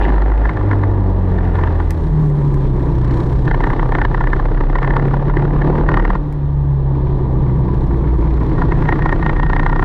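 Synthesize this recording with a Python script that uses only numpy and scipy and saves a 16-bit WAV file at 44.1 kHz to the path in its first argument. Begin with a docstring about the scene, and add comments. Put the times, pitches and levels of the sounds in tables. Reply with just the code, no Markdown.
"""A single-cylinder four-stroke kart engine on a wet track, heard from a camera on the kart's bodywork.
Harmonics of the firing rate force the frame into a drone; under load each firing makes the panels
chatter, and off the throttle the crank orders hum. Loose panels knock and the chassis modes growl.
Air rumbles, the wheels thump and scrub in corners, spray hisses, a few drops strike the housing,
and the exhaust of the kart ahead putters whenever it comes close."""
import sys
import numpy as np
from scipy import signal
from scipy.fft import rfft, irfft, next_fast_len
from scipy.io import wavfile
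from scipy.ndimage import uniform_filter1d, minimum_filter1d

SR = 44100
rng = np.random.default_rng(int(sys.argv[2]) if len(sys.argv) > 2 else 0)


def bounce(signal):
    """Save signal as a 16-bit WAV file at the path given by the first command-line argument."""
    frames = np.transpose(np.atleast_2d(signal))
    limited = np.clip(frames, -1, 1)
    pcm = np.round(limited * 32767).astype(np.int16)
    wavfile.write(sys.argv[1], SR, pcm)


N = 433944
T = np.arange(N) / SR

# engine speed: time_s, firing_hz
ENGINE_SPEED = [(0.0, 49.99), (0.45, 51.419), (0.96, 48.349), (2.06, 39.546), (2.79, 31.63), (3.11, 30.775),
                (3.7, 31.974), (4.05, 31.178), (4.46, 32.907), (4.77, 33.049), (4.82, 33.845),
                (5.99, 37.382), (6.01, 37.467), (7.28, 32.668), (8.51, 28.854), (8.76, 29.695),
                (9.26, 29.405), (9.84, 30.968)]


def drone(cycles, firing_hz, throttle):
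    """Forced vibration: each harmonic of the firing rate swells as it crosses a frame resonance."""
    # harmonics: order, coasting_db, part_throttle_db, full_throttle_db
    orders = [(1, -41.5, -26, -16.5), (2, -11.5, -27.5, -40.5), (3, -48, -33.5, -28.5),
              (4, -20.5, -17.5, -31), (5, -47, -23, -26.5), (6, -24, -35.5, -42.5), (8, -29.5, -36.5, -41)]
    # response of the frame: frequency_hz, gain_db
    frame = [(30, 5), (50, 14.5), (60, 3), (72, -11), (85, 8.5), (102, 0), (125, 2), (150, 2), (165, -8.5),
             (190, 0), (222, -31.5), (262, -22.5), (294, 0), (420, -10.5)]
    # swell of the two main crank orders: time_s, second_order_db, fourth_order_db
    hum = [(.45, -6, 0), (.7, 2.5, -5), (1.051, 3.5, -4.5), (1.35, 2, 2.5), (1.75, -0.5, -9), (2.1, 3, 5),
           (2.5, 4.5, 0.5), (3.2, -1.5, 1.5), (4.502, 5.5, 1), (4.849, -6, 2.5), (5.75, 7, 3.5),
           (6.179, -15, -8), (6.45, 3, 2), (7.601, -2, 0.5), (8.3, 2.5, -6.5), (9.84, 2.5, -7)]
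    frame_hz, frame_db = np.transpose(frame)
    hum_db = dict(zip((2, 4), curves(hum)))
    out = 0
    for order, *levels_db in orders:
        k = round(order)
        drive_db = np.interp(throttle, [0, .64, 1], levels_db) + hum_db.get(k, 0)
        response_db = np.interp(np.log(k * firing_hz), np.log(frame_hz), frame_db)
        bumps_db = 1.2 * walk(14)
        dispersion = np.pi * (k - 1) ** 2 / 5 + .7 * k  # bending waves give each order its own lag
        phase = 2 * np.pi * k * cycles - dispersion + .03 * k * walk(12)
        out += undb(drive_db + response_db + bumps_db) * np.cos(phase)
    return np.sqrt(2) * out


def mechanism(cycles, share):
    """Cyclic noise of valve gear, chain and gas: a share of the power repeats each engine cycle."""
    pattern = unit(irfft(np.exp(2j * np.pi * rng.random(513))))
    cyclic = np.interp(cycles % 1, np.linspace(0, 1, len(pattern)), pattern)
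    return np.sqrt(share) * cyclic + np.sqrt(1 - share) * rng.standard_normal(N)


def crank_pulses(cycles, width_turns, scatter_db, idle_db):
    """Four-stroke excitation: one uneven pulse per crank turn, weaker on the turn that does not fire."""
    crank = 2 * cycles
    turn = np.maximum(np.round(crank).astype(int), 0)
    size = undb(scatter_db * rng.uniform(-1, 1, 2048)[turn] + idle_db * (turn % 2))
    return size * np.exp(-np.abs(crank - turn) / width_turns)


def firing_bursts(cycles, firing_hz, throttle):
    """Modulation envelope: pulses grow with load, and at high revs the panels no longer settle."""
    rattle = np.clip((firing_hz - 43.3) / 25.2, 0, 1)
    load = np.clip((throttle - .36) / .54, rattle, 1)
    pulses = crank_pulses(cycles, width_turns=.19, scatter_db=4.5, idle_db=-14.5)
    return load * ((1 - rattle) * pulses + rattle / 2)


def engine_noise(cycles, bursts, throttle):
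    """Amplitude modulation: the firings pulse a low boom and a midrange clatter of machine noise."""
    # spectrum of the boom: frequency_hz, level_db
    boom_spectrum = [(130, -38), (205, -5.5), (245, -3.5), (295, 1.5), (400, -2), (490, -10.5), (620, -17),
                     (3000, -88.5)]
    # spectrum of the clatter: frequency_hz, level_db
    clatter_spectrum = [(250, -26), (470, 3.5), (640, -1), (820, 2), (910, 4.5), (985, 3), (1060, -4),
                        (1170, -0.5), (1320, -17.5), (1800, -14.5), (2300, -32.5), (8000, -79.5)]
    boom = unit(colour(mechanism(cycles, share=.14) * (1 + 2.1 * bursts), boom_spectrum))
    boom *= ride(throttle, base_db=-25, per_shake=1.72, db_per_hz=.4732, full_db=-1.5, corner_db=3.5)
    clatter = unit(colour(mechanism(cycles, share=.18) * (1 + 3.97 * bursts), clatter_spectrum))
    clatter *= ride(throttle, base_db=-29, per_shake=1.28, db_per_hz=.4127, full_db=-1.6, corner_db=1)
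    return boom + clatter


def intake(throttle):
    """Resonance of the intake: a band of noise that roars at high revs."""
    gain = ride(throttle, base_db=-45, per_shake=2.4, db_per_hz=1.19, full_db=.5, corner_db=-5)
    return gain * noise_band(hz=552, width_hz=260)


def chassis_growl(cycles, firing_hz):
    """Modal response: crank turns ring the chassis, beside a wavering 11th order, clearer at speed."""
    # chassis modes: frequency_hz, width_hz, gain_db
    modes = [(280, 35, 8.5), (362, 44, -7), (985, 46, 2), (1730, 220, -26)]
    # strength of the growl: time_s, level_db
    strength = [(1.9, -54), (2.15, -34), (2.6, -35), (3.17, -28), (3.6, -42.5), (6.6, -55), (7.05, -35.5),
                (7.4, -37.5), (7.7, -32.5), (8.35, -28.5), (8.9, -31.5), (9.84, -34.5)]
    judder = mechanism(cycles, share=.27)
    judder *= .5 + 1.7 * crank_pulses(cycles, width_turns=.35, scatter_db=8, idle_db=-5.5)
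    ringing = signal.sosfilt(signal.butter(6, 2200, fs=SR, output="sos"), ring(judder, modes))
    tone_db = 5 + .42 * (firing_hz - firing_hz.mean()) + 3 * walk(20)
    tone = undb(tone_db) * np.cos(2 * np.pi * 11 * cycles + .7 * walk(18))
    return undb(curves(strength)[0]) * (unit(ringing) + tone)


def bodywork(force, knocked):
    """Modal superposition: neighbouring modes swing opposite ways and the plastic absorbs the treble."""
    # panel modes: frequency_hz, width_hz, knocked_db, buzzing_db
    modes = [(550, 780, 9, -8.5), (787, 280, 17.5, 8.5), (920, 200, 11.5, 2), (1160, 66, 9, 6.5),
             (1404, 91, 10, 8), (1746, 336, 2.5, 5), (2110, 180, -7, -8)]
    out = 0
    for k, (hz, width_hz, knocked_db, buzzing_db) in enumerate(modes):
        out += (-1) ** k * ring(force, [(hz, width_hz, knocked_db if knocked else buzzing_db)])
    return signal.sosfilt(signal.butter(2, 2600, fs=SR, output="sos"), out)


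def panel_buzz(cycles, bursts):
    """Forced rattling: bursts of machine noise drive the modes of the loose bodywork."""
    # how freely the panels buzz: time_s, level_db
    looseness = [(0, -34), (.75, -36), (1.15, -38), (1.6, -29), (1.95, -38.5), (3.4, -45.5), (3.5, -41),
                 (4.1, -39.5), (5.5, -35.5), (6.15, -35.5), (6.21, -41.5), (8.4, -51.5), (8.8, -33.5),
                 (9.84, -41)]
    force = mechanism(cycles, share=.071) * (1 + 7.7 * bursts)
    return undb(curves(looseness)[0]) * unit(bodywork(force, knocked=False))


def panel_knocks(squeak_hz, clack_hz):
    """Friction and impact: a panel squeaks on its mount, cracks loose, lands with a crack and a clack."""
    # knocks against the mounts: time_s, landing_db, sliding_db
    knocks = [(0.013, -14.5, -18.5), (0.054, -17.0, -16.5), (0.093, -18.0, -24.0), (0.182, -15.0, -23.0),
              (0.222, -13.0, -21.0), (0.32, -13.0, -23.5), (0.456, -14.0, -16.5), (0.495, -13.5, -20.0),
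              (0.573, -17.5, -23.0), (0.613, -15.0, -31.0), (0.714, -12.0, -18.5), (0.734, -13.0, -25.0),
              (0.837, -15.5, -25.0), (1.388, -16.0, -24.5), (1.556, -14.0, -25.0), (1.591, -13.0, -24.0),
              (1.638, -12.5, -17.5), (1.675, -13.5, -25.0), (1.803, -14.0, -26.5), (3.48, -17.5, -17.0),
              (3.514, -9.5, -13.0), (3.547, -11.5, -17.0), (3.607, -15.0, -22.0), (3.641, -12.5, -12.5),
              (3.672, -13.0, -25.0), (3.704, -8.5, -25.5), (3.734, -12.5, -21.5), (3.797, -11.0, -18.5),
              (3.83, -12.0, -24.0), (3.923, -14.0, -22.5), (3.953, -9.0, -14.0), (3.987, -10.5, -23.0),
              (4.018, -10.0, -15.0), (4.052, -9.5, -15.0), (4.148, -15.0, -23.5), (4.178, -14.5, -23.5),
              (4.211, -10.5, -18.0), (4.242, -13.5, -24.5), (4.274, -13.5, -19.5), (4.334, -8.5, -16.0),
              (4.399, -12.5, -29.5), (4.576, -15.5, -23.0), (4.757, -10.5, -17.0), (4.788, -9.0, -17.0),
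              (4.831, -13.0, -18.0), (4.848, -11.5, -19.5), (4.877, -17.0, -21.5), (4.907, -13.5, -18.0),
              (4.939, -13.5, -21.5), (4.967, -9.0, -16.5), (4.998, -14.5, -23.0), (5.142, -13.5, -29.0),
              (5.3, -12.5, -26.0), (5.371, -13.5, -18.0), (5.621, -10.0, -20.0), (5.891, -9.5, -18.0),
              (5.919, -14.5, -29.0), (5.943, -12.0, -17.0), (5.973, -7.5, -18.0), (5.999, -12.0, -15.0),
              (6.053, -8.5, -16.5), (6.105, -9.0, -21.5), (6.155, -11.0, -24.0), (8.583, -13.5, -25.0),
              (8.62, -11.5, -24.0), (8.722, -13.0, -19.0), (8.891, -8.5, -15.0), (8.926, -9.0, -13.5),
              (9.024, -20.0, -18.0), (9.06, -7.5, -20.5), (9.094, -9.5, -18.5), (9.128, -10.5, -16.0),
              (9.229, -13.5, -19.5), (9.264, -11.5, -14.5), (9.297, -11.5, -17.0), (9.366, -13.5, -24.5),
              (9.399, -9.5, -17.0), (9.433, -9.0, -14.5), (9.466, -13.5, -16.0), (9.5, -8.5, -19.0),
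              (9.534, -10.5, -18.0), (9.566, -8.5, -13.0), (9.598, -10.0, -17.5), (9.633, -9.5, -20.0),
              (9.665, -8.0, -19.5), (9.698, -10.5, -24.5), (9.73, -11.5, -18.0), (9.762, -15.5, -17.5),
              (9.796, -13.0, -21.0), (9.827, -9.5, -23.5)]
    # spectrum of the contacts: frequency_hz, level_db
    crack_spectrum = [(300, -13), (2000, 12.5), (2500, -6.5), (3300, -9), (4000, -16), (5000, -25),
                      (7500, -49.5), (16000, -64.5)]
    # where the panel cancels itself: frequency_hz, width_hz
    antiresonances = [(625, 150), (1290, 37), (1530, 43), (2330, 150)]
    out, chatter, crack = np.zeros((3, N))
    wander, grip = 1 + .03 * walk(700), undb(2.2 * walk(600))  # friction roughens the squeak
    for time_s, landing_db, sliding_db in knocks:
        rise_scatter, pitch_scatter, crack_scatter = rng.standard_normal(3)
        near = slice(max(int((time_s - .04) * SR), 0), int((time_s + .04) * SR))
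        lag = T[near] - time_s
        hz = squeak_hz * wander[near] * (1 - .08 * swell(lag, .001, .001))
        slide = .8 * swell(lag + .0012, .002 * undb(1.5 * rise_scatter), .0016)
        slide += .45 * swell(lag, .013, .011)
        squeak = slide * grip[near] * np.sin(2 * np.pi * np.cumsum(hz) / SR)
        clack_phase = 2 * np.pi * clack_hz * (1 + .04 * pitch_scatter) * lag
        clack = swell(lag - .0001, .0014, .0014) * np.sin(clack_phase)
        out[near] += undb(sliding_db - 3) * squeak + undb(landing_db + 2.5) * clack
        chatter[near] += undb(landing_db - 2.5) * swell(lag + .0008, .0055, .0038)
        contacts = swell(lag + .0013, .001, .0008) + .8 * swell(lag - .0009, .0008, .0008)
        crack[near] += undb((landing_db + 2 * sliding_db) / 3 + 1.5 * crack_scatter) * contacts
    out += bodywork(chatter * rng.standard_normal(N), knocked=True)
    out += undb(1.5) * colour(crack * rng.standard_normal(N), crack_spectrum)
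    for hz, width_hz in antiresonances:
        out = signal.lfilter(*signal.iirnotch(hz, hz / width_hz, SR), out)
    return out


def scrape():
    """Friction noise: one brief metallic scrape at the start."""
    return undb(-33) * swell(T - .047, rise_s=.03, fall_s=.014) * noise_band(hz=2700, width_hz=810)


def air_rumble(throttle):
    """Flow noise: the passing air rumbles, mostly in the deep bass."""
    # spectrum of the air: frequency_hz, level_db
    spectrum = [(15, -10), (25, -2), (45, 10.5), (62, 0), (85, -9.5), (110, 0), (150, -4), (215, -17.5),
                (1000, -100)]
    gain = ride(throttle, base_db=-20.5, per_shake=1, db_per_hz=.12, full_db=3, corner_db=1.5)
    return gain * unit(colour(rng.standard_normal(N), spectrum))


def wheel_thump(cycles):
    """Periodic forcing: out-of-round tyres thump at multiples of the axle rate, slipping on the wet."""
    # axle harmonics: order, level_db
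    harmonics = [(1, -28), (2, -24)]
    axle_turns = .55 * cycles + .15 * walk(4)
    return np.sqrt(2) * sum(undb(db + 2 * walk(1.8)) * np.cos(2 * np.pi * round(k) * axle_turns)
                            for k, db in harmonics)


def tyres(bursts, throttle):
    """Rolling and sliding contact: the tyres hiss, and their walls resonate as they scrub in corners."""
    # spectrum of the hiss: frequency_hz, level_db
    spectrum = [(1500, -18.5), (2400, 5.5), (2800, 1.5), (3200, 6.5), (4100, 4), (4900, -6.5), (5800, -7),
                (7000, -33.5), (12000, -51)]
    hiss = undb(walk(25)) * unit(colour(rng.standard_normal(N) * (1 + .55 * bursts), spectrum))
    hiss *= ride(throttle, base_db=-58.5, per_shake=.52, db_per_hz=0, full_db=4, corner_db=1)
    scrub = noise_band(hz=148, width_hz=33)
    scrub *= ride(throttle, base_db=-31.5, per_shake=.3, db_per_hz=-.02, full_db=1, corner_db=11)
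    return hiss + scrub


def kart_ahead(firing_hz, puff_at_s):
    """Pulsed gas flow: one soft puff per firing over a steady hiss, ringing the silencer."""
    # loudness as it nears and recedes: time_s, level_db
    nearness = [(2.7, -45.5), (2.98, -37.5), (3.16, -33.5), (3.28, -35.5), (3.7, -42), (4.6, -77.5),
                (7.4, -64), (7.75, -42), (8.05, -50), (8.35, -39.5), (9.8, -55)]
    # spectrum of the exhaust: frequency_hz, level_db
    spectrum = [(300, 20.5), (1750, 11.5), (2300, 0.5), (4100, 1), (4900, -10.5), (5800, -15.5),
                (6600, -16.5), (8000, -13.5), (12000, -52)]
    # silencer modes: frequency_hz, width_hz, gain_db
    silencer = [(1710, 130, -2), (5570, 700, 3)]
    cycles = np.cumsum(firing_hz + .15 * walk(2)) / SR
    cycles = cycles - np.interp(puff_at_s, T, cycles) + .5
    puffs = (.16 + swell(cycles % 1 - .5, .11, .14)) * undb(walk(40))  # swell timed in cycles
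    gas = colour(puffs * rng.standard_normal(N), spectrum)
    return undb(curves(nearness)[0]) * unit(gas + ring(gas, silencer))


def drops():
    """Liquid impact: a drop ticks on the housing, bursts into a fizz and leaves a tail of droplets."""
    # drops on the housing: time_s, level_db
    hits = [(1.907, -28), (2.3, -46.5), (2.543, -40), (6.326, -44.5)]
    # spectrum of a splash: frequency_hz, level_db
    spectrum = [(500, -43), (1800, 25), (3000, 3), (9800, 1), (11000, -7.5), (14000, 0.5), (15200, -10.5)]
    ticks, splash = np.zeros((2, N))
    for time_s, level_db in hits:
        lag = T - time_s
        ticks[int(time_s * SR)] += undb(level_db)
        splash += undb(level_db) * (swell(lag, .0007, .0014) + undb(-16) * swell(lag, .004, .014))
    return colour(ticks + undb(-1) * splash * rng.standard_normal(N), spectrum)


def spray():
    """Random superposition: a dense patter of fine droplets merges into a hiss."""
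    # spray thrown at the camera: time_s, level_db
    wetness = [(0, -73.5), (1, -76), (1.4, -68), (2.2, -62), (3.5, -66), (5.4, -71.5), (7.1, -74.5),
               (7.75, -68.5), (9.84, -68)]
    # spectrum of the spray: frequency_hz, level_db
    spectrum = [(3000, -2.5), (5700, 1.5), (6700, 1.5), (8000, -0.5), (9900, -3), (11000, -11), (12200, -6),
                (13500, -12), (15500, -20.5)]
    patter = rng.standard_normal(N) * undb(2 * rng.exponential(size=N))
    return undb(curves(wetness)[0] + 2 * walk(12)) * unit(colour(patter, spectrum))


def ride(throttle, base_db, per_shake, db_per_hz, full_db, corner_db):
    """Gain of a noise: the effects of shake, engine speed, throttle and cornering add in decibels."""
    # how hard the track shakes the chassis: time_s, level_db
    shake = [(0.0, -26), (0.52, -31), (0.6, -29), (1.67, -25), (1.92, -28.5), (2.9, -24), (4.79, -24.5),
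             (4.9, -21.5), (5.1, -24), (5.78, -21), (6.38, -30), (7.04, -25.5), (8.66, -23.5), (9.84, -27)]
    # corners of the track: start_s, end_s
    corners = [(2.15, 3.6), (7.0, 11)]
    shake_db, firing_hz = curves(shake)[0], curves(ENGINE_SPEED)[0]
    ease_s = .72
    cornering = sum(np.clip(np.minimum(T - start, end - T) / ease_s + .5, 0, 1) for start, end in corners)
    motion_db = per_shake * (shake_db - shake_db.mean()) + db_per_hz * (firing_hz - firing_hz.mean())
    return undb(base_db + motion_db + full_db * throttle + corner_db * cornering)


def ring(x, modes):
    """Parallel resonators, each given as frequency_hz, width_hz, gain_db."""
    return sum(undb(db) * signal.lfilter(*signal.iirpeak(hz, hz / width, SR), x)
               for hz, width, db in modes)


def noise_band(hz, width_hz):
    """Narrowband noise: two passes through one resonance, rms 1."""
    mode = [(hz, width_hz, 0)]
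    return unit(ring(ring(rng.standard_normal(N), mode), mode))


def colour(x, spectrum):
    """Minimum-phase filter with the outline frequency_hz, level_db."""
    hz, db = np.transpose(spectrum)
    size = 2 * next_fast_len(N // 2 + SR // 4)
    bins_hz = np.maximum(np.arange(size // 2 + 1) * SR / size, 1)
    gain = undb(np.interp(np.log(bins_hz), np.log(hz), db))
    cepstrum = irfft(np.log(gain))
    cepstrum[1:size // 2] *= 2  # folding the cepstrum makes the filter causal
    cepstrum[size // 2 + 1:] = 0
    return irfft(rfft(x, size) * np.exp(rfft(cepstrum)))[:N]


def swell(lag, rise_s, fall_s):
    """Exponential growth up to lag 0 and decay after it."""
    return np.exp(np.where(lag < 0, lag / rise_s, -lag / fall_s))


def walk(rate_hz):
    """Smooth random fluctuation, rms 1, changing about rate_hz times a second."""
    jagged = np.interp(T * rate_hz, np.arange(4096), rng.standard_normal(4096))
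    return unit(uniform_filter1d(jagged, max(int(SR / rate_hz / 2), 1)))


def curves(table):
    """Linear interpolation of each column over time."""
    time_s, *columns = np.transpose(table)
    return [np.interp(T, time_s, column) for column in columns]


def undb(db):
    """Decibels to amplitude gain."""
    return 10 ** (np.asarray(db) / 20)


def unit(x):
    """Scale to rms 1."""
    return x / np.sqrt(np.mean(x ** 2))


def scene():
    """Superposition: engine speed times the kart's vibration and the throttle sets the firings' force."""
    # the driver's foot: time_s, throttle_fraction
    pedal = [(0, 0.81), (.47, 0.76), (.55, 0.2), (1.4, 0.47), (2.2, 0.36), (3.4, 0.2), (3.49, 0.84),
             (4.65, 0.9), (4.9, 0.72), (5.6, 0.7), (5.9, 0.7), (6.14, 0.95), (6.19, 0), (8.25, 0.22),
             (8.6, 0.6), (9.84, 1)]
    throttle = np.clip(curves(pedal)[0], 0, 1)
    firing_hz = curves(ENGINE_SPEED)[0]
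    cycles = -.158 + np.cumsum(firing_hz) / SR  # one cycle is one firing, two crank turns
    bursts = firing_bursts(cycles, firing_hz, throttle)
    engine = drone(cycles, firing_hz, throttle) + engine_noise(cycles, bursts, throttle) + intake(throttle)
    chassis = chassis_growl(cycles, firing_hz) + scrape()
    panels = panel_buzz(cycles, bursts) + panel_knocks(squeak_hz=1795, clack_hz=969)
    rolling = air_rumble(throttle) + wheel_thump(cycles) + tyres(bursts, throttle)
    background = kart_ahead(firing_hz=31.9, puff_at_s=3.142) + drops() + spray()
    return (engine + chassis + panels + rolling + background)[None]


def record(dry):
    """Limiting: the camera ducks swells of bass, rounds the highest peaks and cuts the top treble."""
    bass = uniform_filter1d(dry, SR // 400)
    hold = SR // 60
    allowed_gain = np.minimum(1, undb(-7.5) / (np.abs(bass) + 1e-9))
    limited = dry * undb(-.32) * uniform_filter1d(minimum_filter1d(allowed_gain, hold), hold)
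    rounded = limited / (1 + np.abs(limited / .95) ** 8) ** (1 / 8)
    return signal.sosfilt(signal.ellip(8, .2, 70, 15800, fs=SR, output="sos"), rounded)


dry = scene()
out = record(dry)
bounce(out)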